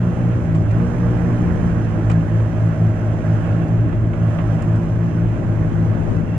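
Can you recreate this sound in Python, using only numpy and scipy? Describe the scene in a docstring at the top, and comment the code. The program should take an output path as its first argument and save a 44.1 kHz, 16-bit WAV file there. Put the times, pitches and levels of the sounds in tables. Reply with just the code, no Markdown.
"""A golf cart with a single-cylinder two-stroke engine drives along a dirt trail, heard from the seat.
From the start the exhaust drones and throbs, beating against the slightly slower belt drive; each
firing shakes the body and sets off a burst of clatter, while the tyres rumble and crunch over grit.
From half a second in, loose parts rattle on the bumps. A gust brushes the left side at 1.5 s, a twig
cracks under a tyre at 4.6 s, and near the end the wind buffets harder and the belt's rasp rises."""
import sys
import numpy as np
from scipy import signal
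from scipy.io import wavfile

SR = 44100
rng = np.random.default_rng(int(sys.argv[2]) if len(sys.argv) > 2 else 0)


def generate_wav(sig):
    """Save sig (samples, or channels by samples) to the path in sys.argv[1] as 16-bit PCM at SR."""
    pcm = np.round(np.clip(np.atleast_2d(sig).T, -1, 1) * 32767).astype(np.int16)
    wavfile.write(sys.argv[1], SR, pcm)


N = 281347
LOW_SWELL_S = 4.263  # a moment when the low drone's surge peaks and the cover's boom dips slightly


def from_db(db):
    """Decibels to gain."""
    return 10 ** (np.asarray(db) / 20)


def rms_one(x):
    """Scale to unit rms."""
    return x / np.sqrt(np.mean(x ** 2) + 1e-20)


def in_time(rows):
    """Each column of an automation curve at every sample."""
    times_s, *columns = np.transpose(rows)
    return [np.interp(np.arange(N) / SR, times_s, column) for column in columns]


def at_hz(points, hz):
    """Read a spectrum on a log-frequency axis."""
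    points_hz, values = np.transpose(points)
    return np.interp(np.log(hz), np.log(points_hz), values)


def pan(left_db):
    """Left and right gains, left_db apart, whose mean is 1."""
    left = from_db(np.atleast_1d(left_db))
    return np.array([2 * left, np.full_like(left, 2)]) / (1 + left)


def drift(rate_hz):
    """Slow random modulation at unit rms."""
    hop, settle = 40, 2000
    pole = np.exp(-2 * np.pi * rate_hz * hop / SR)
    noise = rng.standard_normal(N // hop + settle + 2)
    slow = signal.lfilter([1], [1, -2 * pole, pole * pole], noise)[settle:]
    return np.interp(np.arange(N) / hop, np.arange(len(slow)), rms_one(slow))


def low_pass(x, hz, order=2):
    """Butterworth low-pass."""
    return signal.sosfilt(signal.butter(order, hz, fs=SR, output="sos"), x)


def resonate(x, modes):
    """Parallel resonances with alternating signs."""
    out = 0
    for k, (hz, width_hz, db) in enumerate(modes):
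        r = np.exp(-np.pi * width_hz / SR)
        poles = [1, -2 * r * np.cos(2 * np.pi * hz / SR), r * r]
        zeros = [(1 - r * r) / 2, 0, (r * r - 1) / 2]
        out = out + (-1) ** k * from_db(db) * signal.lfilter(zeros, poles, x)
    return out


def with_ringing(x, modes):
    """Add each resonance to the sound that excites it."""
    return x + sum(resonate(x, [mode]) for mode in modes)


def firing_pulse(turns, decay_turns):
    """An envelope that jumps at each firing, once a turn, and dies away."""
    return np.exp(-(turns % 1) / decay_turns)


def hit_envelope(start_s, t60_s):
    """Instant attack, then an exponential decay to -120 dB."""
    age_s = np.arange(N) / SR - start_s
    return (age_s >= 0) * from_db(-60 * np.clip(age_s / t60_s, 0, 2))


def banded_noise(spectrum, flicker_db, left_db=0):
    """Third-octave noise bands, each with its own flicker, width and pan; the mono mix has rms 1."""
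    # how alike left and right are: band_hz, correlation
    likeness = [(25, .05), (60, 0.35), (110, 0.59), (340, 0.77), (610, 0.27), (900, 0.34), (1500, 0.39),
                (2500, 0.45), (4500, 0.064), (6000, -0.73), (9000, 0.083), (14000, 0)]
    # how far each band follows the pan: band_hz, pan_factor
    shadow = [(400, -0.5), (610, 2), (820, 0.94), (1100, 1), (1600, 1.72), (2600, 1.4), (4200, 0.3)]
    edges_hz = np.geomspace(16, 16384, 31)
    white, out = rng.standard_normal((2, 2, N)), np.zeros((2, N))
    for k, (low, high) in enumerate(zip(edges_hz, edges_hz[1:])):
        hz, flicker = np.sqrt(low * high), drift(18)
        if high < spectrum[0][0] or low > spectrum[-1][0]:
            continue
        band = signal.butter(3, [low, high], "band", fs=SR, output="sos")
        mid, side = signal.sosfilt(band, white[k % 2])
        alike = at_hz(likeness, hz)
        side = side * np.sqrt((1 - alike) / (1 + alike))
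        gain = from_db(at_hz(spectrum, hz) + flicker_db * flicker)
        out += gain * np.array([mid + side, mid - side]) * pan(left_db * at_hz(shadow, hz))
    return out / np.sqrt(np.mean(out.mean(axis=0) ** 2))


def lag_since(start_s):
    """Turns that the belt drive has lost against the engine since start_s."""
    # belt slip, which paces the throb: time_s, lost_turns_per_s
    slip = [(0.0, 2.26), (0.5, 0.89), (1.0, 1.633), (1.9, 1.308), (2.5, 2.104), (3.3, 2.238), (3.9, 2.059),
            (4.7, 2.162), (5.3, 1.577), (6.38, 1.978)]
    lag = np.cumsum(in_time(slip)[0]) / SR
    return lag - np.interp(start_s, np.arange(N) / SR, lag)


def beating_drone(turns, levels, swell_s, order, drive_db, surge_db, waver_db, wander_rad):
    """One order of the engine beats with that of the slower drive; the level surges once a lost turn."""
    lag = lag_since(swell_s)
    phase = 2 * np.pi * (order * turns + rng.random()) + wander_rad * drift(5.2)
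    drive_gain = from_db(drive_db)
    pair = np.sin(phase) + drive_gain * np.sin(phase - 2 * np.pi * order * lag)
    level_db = in_time(levels)[0] + surge_db * np.cos(2 * np.pi * lag) + waver_db * drift(14)
    return from_db(level_db) * pair * np.sqrt(2 / (1 + drive_gain ** 2))


def order_tone(turns, order, wander_rad):
    """A tone at a multiple of the firing rate; uneven combustion makes its phase wander."""
    return np.sqrt(2) * np.sin(2 * np.pi * (order * turns + rng.random()) + wander_rad * drift(6.2))


def exhaust(turns, firing_hz, shake_db):
    """Two strong orders throb; the weaker ones slide through the muffler's resonances."""
    # fader of the low drone: time_s, level_db
    low_levels = [(0.0, -20), (0.36, -23), (0.6, -17.5), (1.04, -22.5), (1.32, -18.5), (1.56, -35.5),
                  (1.68, -28.5), (2.0, -17), (2.28, -19.5), (2.64, -18), (3.24, -20.5), (5.04, -20.3),
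                  (5.24, -23.5), (5.52, -20.5), (5.96, -21.5), (6.36, -25)]
    # fader of the upper drone: time_s, level_db
    upper_levels = [(0.0, -20.5), (0.36, -28), (0.679, -21), (1.12, -26), (1.36, -19), (1.88, -27.5),
                    (2.16, -18.5), (2.44, -30), (2.682, -20.5), (3.0, -28), (3.64, -21), (3.88, -29),
                    (5.08, -21.5), (5.36, -28.5), (5.6, -23), (6.36, -26)]
    # what the muffler passes of the weaker orders: pitch_hz, gain_db
    muffler = [(56, -1), (120, -13), (215, -4), (238, 0.5), (262, -6.5), (288, -3.5), (340, -5), (385, -16),
               (445, -19), (474, -5), (510, -19.5), (570, -13), (620, -12), (700, -24), (900, -24.5)]
    faster_hz = firing_hz - firing_hz.mean()  # speed tips each drone from drive towards engine
    low = beating_drone(turns, low_levels, swell_s=LOW_SWELL_S, order=2, drive_db=2.5 - 3 * faster_hz,
                        surge_db=1.2, waver_db=0.27, wander_rad=0.17)
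    upper = beating_drone(turns, upper_levels, swell_s=4.232, order=3, drive_db=5 - 0.1 * faster_hz,
                          surge_db=1.57, waver_db=1.2, wander_rad=0.42)
    weak = 0
    for order in (1, *range(4, 16)):
        level_db = at_hz(muffler, order * firing_hz) + 2.87 * drift(7)
        weak = weak + from_db(level_db) * order_tone(turns, order, wander_rad=0.055 * order)
    return from_db(1) * (low + upper) + from_db(shake_db - 6) * weak


def body_buzz(turns, uneven_db):
    """Every firing kicks the panels, never twice with the same strength."""
    # body panels and muffler shell: pitch_hz, width_hz, gain_db
    panels = [(184, 55, -4.5), (237.2, 37, -3), (314.3, 35, 0), (537, 59, -21)]
    fired = np.diff(np.floor(turns), prepend=0)
    kicks = fired * from_db(uneven_db * rng.standard_normal(N))
    blast_mid, blast_side = rms_one(firing_pulse(turns, 0.35) * rng.standard_normal((2, N)))
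    shake = 0.42 * rms_one(kicks) + blast_mid + 0.27 * blast_side * [[1], [-1]]
    return rms_one(low_pass(resonate(shake, panels), 850, order=4))


def sixth_order_hum(turns):
    """A soft, wavering engine hum near its sixth order, about 340 Hz."""
    return from_db(-39 + 0.92 * drift(2.8)) * order_tone(turns, order=6.1, wander_rad=0.62)


def trail_rumble():
    """The tyres roll over rough ground and the chassis rumbles."""
    # roughness of the trail, heard as rumble: time_s, level_db
    trail = [(0, -25), (.8, -23), (1.2, -24), (1.6, -21.5), (2.2, -26.5), (3.0, -26.5), (3.9, -24),
             (4.8, -26), (5.4, -24.5), (6.1, -22.5), (6.38, -26.5)]
    # tone of the rumble: band_hz, density_db
    spectrum = [(15, -10.5), (28, -5), (40, -2), (60, -7), (88, 5), (130, -1.5), (200, -3.5), (300, -14.5),
                (450, -21), (700, -29.5), (1200, -45)]
    return from_db(in_time(trail)[0] + 0.45 * drift(2.9)) * banded_noise(spectrum, flicker_db=0.3)


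def clatter(turns, left_db):
    """Piston, intake and belt noise under the engine cover, stronger just after each firing."""
    # tone of the machinery: band_hz, density_db
    spectrum = [(350, -14.5), (480, -1.5), (620, -7), (740, -7), (900, -9.5), (1200, -11), (1600, -10),
                (2100, -21.5), (2700, -19), (3200, -34), (3800, -35.5), (4800, -54)]
    # ring of the engine cover: pitch_hz, width_hz, gain_db
    cover_modes = [(796, 90, -11), (1069, 120, -7), (1724, 120, -8), (1960, 26, -28.5)]
    bursts = rms_one(1 + 0.33 * firing_pulse(turns, 0.21))
    return with_ringing(bursts * banded_noise(spectrum, flicker_db=1.13, left_db=left_db), cover_modes)


def crunch(turns, grains_per_s, size_db):
    """Grit snaps under the tyres, over a fine metallic hiss that flutters with the engine."""
    # tone of grit and hiss: band_hz, density_db
    spectrum = [(2800, -11), (4200, -1.5), (5000, -2.5), (5900, -3), (7300, -5), (8200, -5), (10200, -8.5),
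                (11200, -12.5), (12500, -18.5), (14500, -31)]
    # ring of the clutch and brake metal: pitch_hz, width_hz, gain_db
    metal_modes = [(5850, 110, -3.5), (6230, 250, -7.5), (6820, 200, 0.5), (7230, 300, -3.5)]
    struck = rng.random(N) < grains_per_s * from_db(4 * drift(5)) / SR
    sizes = from_db(size_db * np.minimum(rng.exponential(1, N), 5))
    decay = np.exp(-1 / (0.0018 * SR))  # 1.8 ms grains
    grains = rms_one(signal.lfilter([1], [1, -decay], struck * sizes + 1e-18))
    envelope = rms_one(1 + 0.16 * grains + 0.12 * firing_pulse(turns, 0.3))
    return with_ringing(envelope * banded_noise(spectrum, flicker_db=0.5), metal_modes) * pan(-4)


def belt_rub():
    """A thin rasp comes and goes as the belt rides in the clutch."""
    # fader of the rasp: time_s, level_db
    levels = [(0, -53), (.4, -63.5), (2.3, -62.5), (2.7, -60.5), (5.2, -59.5), (6.1, -60.5), (6.3, -49),
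              (6.38, -51)]
    # resonances of the rubbing belt: pitch_hz, width_hz, gain_db
    belt_modes = [(1710, 90, 7), (2230, 170, -1.5), (2690, 180, 2), (2764, 170, 2), (3350, 190, -0.5)]
    friction = resonate(rng.standard_normal((2, N)), [(2650, 430, 0)])
    rasp = resonate(low_pass(friction, 2600, order=4), belt_modes)
    return from_db(in_time(levels)[0] + 5.2 * drift(4.7)) * rms_one(rasp)


def cover_boom(turns, pitch_hz, width_hz):
    """Each firing shakes the broad plastic cover, which booms on one resonance."""
    # fader of the boom: time_s, level_db
    levels = [(0, -38.5), (1.0, -42.5), (1.8, -44.5), (2.4, -37.5), (3.3, -36), (3.95, -42.5), (4.25, -34),
              (4.8, -41.5), (6.38, -42)]
    shaking = (1 + 0.66 * firing_pulse(turns, 0.41)) * rng.standard_normal(N)
    mode = [(pitch_hz, width_hz, 0)]
    boom = rms_one(resonate(resonate(shaking, mode), mode))
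    throb = np.cos(2 * np.pi * lag_since(LOW_SWELL_S))
    return from_db(in_time(levels)[0] - 0.4 * throb - 0.2 * drift(3.9)) * boom * pan(-2.2)


def rattles():
    """A bump makes loose parts chatter briefly: a bright click and a duller knock of the plastic body."""
    # bumps: start_s, click_db, knock_db, t60_s
    bumps = [(0.548, -46, -31, 0.092), (.621, -68, -36, 0.017), (.710, -44.5, -37.5, 0.052),
             (2.098, -39.5, -25.5, 0.088), (2.114, -42, -34.5, 0.05), (2.4, -65, -31, 0.034),
             (3.632, -58, -42.5, 0.053), (3.927, -70, -31, 0.06), (4.134, -61, -29, 0.063),
             (4.386, -61, -26.5, 0.095), (4.593, -55, -31.5, 0.028), (4.759, -46, -45, 0.044),
             (4.958, -62, -36, 0.045), (6.095, -63, -50, 0.14)]
    # ring of the click: pitch_hz, width_hz, gain_db
    click_modes = [(2430, 89, 11.5), (4660, 2300, -5.5), (6160, 1200, -4.5), (7540, 430, -0.5),
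                   (10000, 2500, -18)]
    # ring of the knock: pitch_hz, width_hz, gain_db
    knock_modes = [(674, 57, 8), (1000, 690, 1), (1590, 240, -4.5), (2440, 1400, -7.5)]
    click, knock, rings = 0, 0, 0
    for start_s, click_db, knock_db, t60_s in bumps:
        dying = hit_envelope(start_s, t60_s)
        click += from_db(click_db) * dying
        knock += from_db(knock_db) * dying
    for envelope, modes, top_hz in ((click, click_modes, 9500), (knock, knock_modes, 2300)):
        chatter = low_pass(rng.standard_normal((2, N)), top_hz, order=4)
        rings += resonate(envelope * chatter, modes) / np.std(resonate(chatter[0], modes))
    return rings * pan(-6)


def wind(corner_hz):
    """Gusts buffet the listener with lumpy low turbulence, nearly all on the left."""
    # gusts: time_s, level_db
    gusts = [(0, -55), (1.55, -29.5), (1.9, -48.5), (5.0, -43.5), (5.4, -29.5), (6.04, -27), (6.09, -17),
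             (6.25, -28), (6.38, -40)]
    eddies = low_pass(low_pass(rng.standard_normal((2, N)), corner_hz), 2200)
    return from_db(in_time(gusts)[0] + 0.98 * drift(21)) * rms_one(eddies) * from_db([[0], [-14]])


def twig(t60_s):
    """Dry wood gives way under a tyre in two thin, very short cracks."""
    # cracks: start_s, level_db
    snaps = [(4.623, -38), (4.6280, -45.5)]
    # ring of the wood: pitch_hz, width_hz, gain_db
    wood_modes = [(4300, 720, -2), (7500, 1200, 4), (10000, 2000, -13), (12900, 2700, -20)]
    envelope = sum(from_db(level_db) * hit_envelope(start_s, t60_s) for start_s, level_db in snaps)
    return envelope * rms_one(resonate(rng.standard_normal((2, N)), wood_modes)) * pan(-8)


def under_canopy(x, echo_db):
    """Roof, seat and dash return a few close reflections, different on each side."""
    out = x.copy()
    delays_s = rng.uniform(0.002, 0.022, size=12)
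    for k, lag in enumerate((delays_s * SR).astype(int)):
        out[k % 2, lag:] += from_db(echo_db) * rng.choice([-1, 1]) * x[k % 2, :-lag]
    return out


def scene():
    """Engine, chassis and tyres, all riding along with the listener."""
    # engine speed: time_s, firing_hz
    speed = [(0, 60), (.4, 59), (.55, 54), (.74, 55.6), (.86, 60), (1.4, 59), (1.62, 58.7), (1.95, 55.6),
             (2.3, 56.1), (2.55, 56.4), (3.0, 56.2), (3.3, 55.7), (3.65, 57.2), (4.17, 56.7), (4.55, 56.2),
             (4.95, 57.3), (5.6, 55.6), (6.38, 56.2)]
    # load on the running gear, riding clatter and crunch: time_s, level_db
    load = [(0, -40), (.3, -39.5), (.68, -41.5), (.77, -39), (1.35, -37.5), (1.8, -39.2), (2.4, -39.5),
            (3.1, -40.5), (3.44, -38.5), (3.68, -41), (4.09, -43.5), (4.3, -39), (4.7, -40), (5.0, -41.5),
            (5.65, -41), (6.15, -40.5), (6.25, -44), (6.38, -41)]
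    # engine shake, riding the body's buzz and the weaker exhaust orders: time_s, level_db
    shake = [(0, -29.5), (.2, -25.5), (.5, -28.5), (.8, -27), (1.35, -25.5), (1.7, -26.5), (2.1, -24.5),
             (2.45, -29), (3.65, -27), (4.3, -29.5), (4.8, -28), (5.8, -28.5), (6.38, -31)]
    # pan, as left over right: time_s, drone_left_db, clatter_left_db
    sides = [(0, 0.5, -7.5), (.9, 0, -9.5), (4.4, -0.1, -9.5), (5.8, 1.5, -9.5), (6.15, 5.5, -16),
             (6.38, 1, -3)]
    firing_hz, load_db = in_time(speed)[0], in_time(load)[0]
    turns = np.cumsum(firing_hz) / SR
    shake_db = in_time(shake)[0] + 0.76 * drift(4.5)
    crunch_db = -64.5 + 0.98 * (load_db - load_db.mean())
    drone_left_db, clatter_left_db = in_time(sides)
    drone = exhaust(turns, firing_hz, shake_db)
    buzz = from_db(shake_db - 4) * body_buzz(turns, uneven_db=5)
    low_end = (drone + buzz + sixth_order_hum(turns) + trail_rumble()) * pan(drone_left_db)
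    machinery = from_db(load_db + 1.92) * clatter(turns, clatter_left_db)
    tyres = from_db(crunch_db) * crunch(turns, grains_per_s=130, size_db=-2.5) + twig(t60_s=0.0096)
    bright = under_canopy(machinery + tyres + belt_rub() + rattles(), echo_db=-19)
    boom = cover_boom(turns, pitch_hz=612.7, width_hz=107)
    return low_end + boom + bright + wind(corner_hz=250)


def record(dry):
    """The sound fades in over 5 ms and the top is cut steeply above 14.4 kHz."""
    fade = np.minimum(np.arange(N) / SR / 0.005, 1)
    return signal.sosfilt(signal.ellip(10, 0.1, 80, 14400, fs=SR, output="sos"), dry * fade)


dry = scene()
out = record(dry)
generate_wav(out)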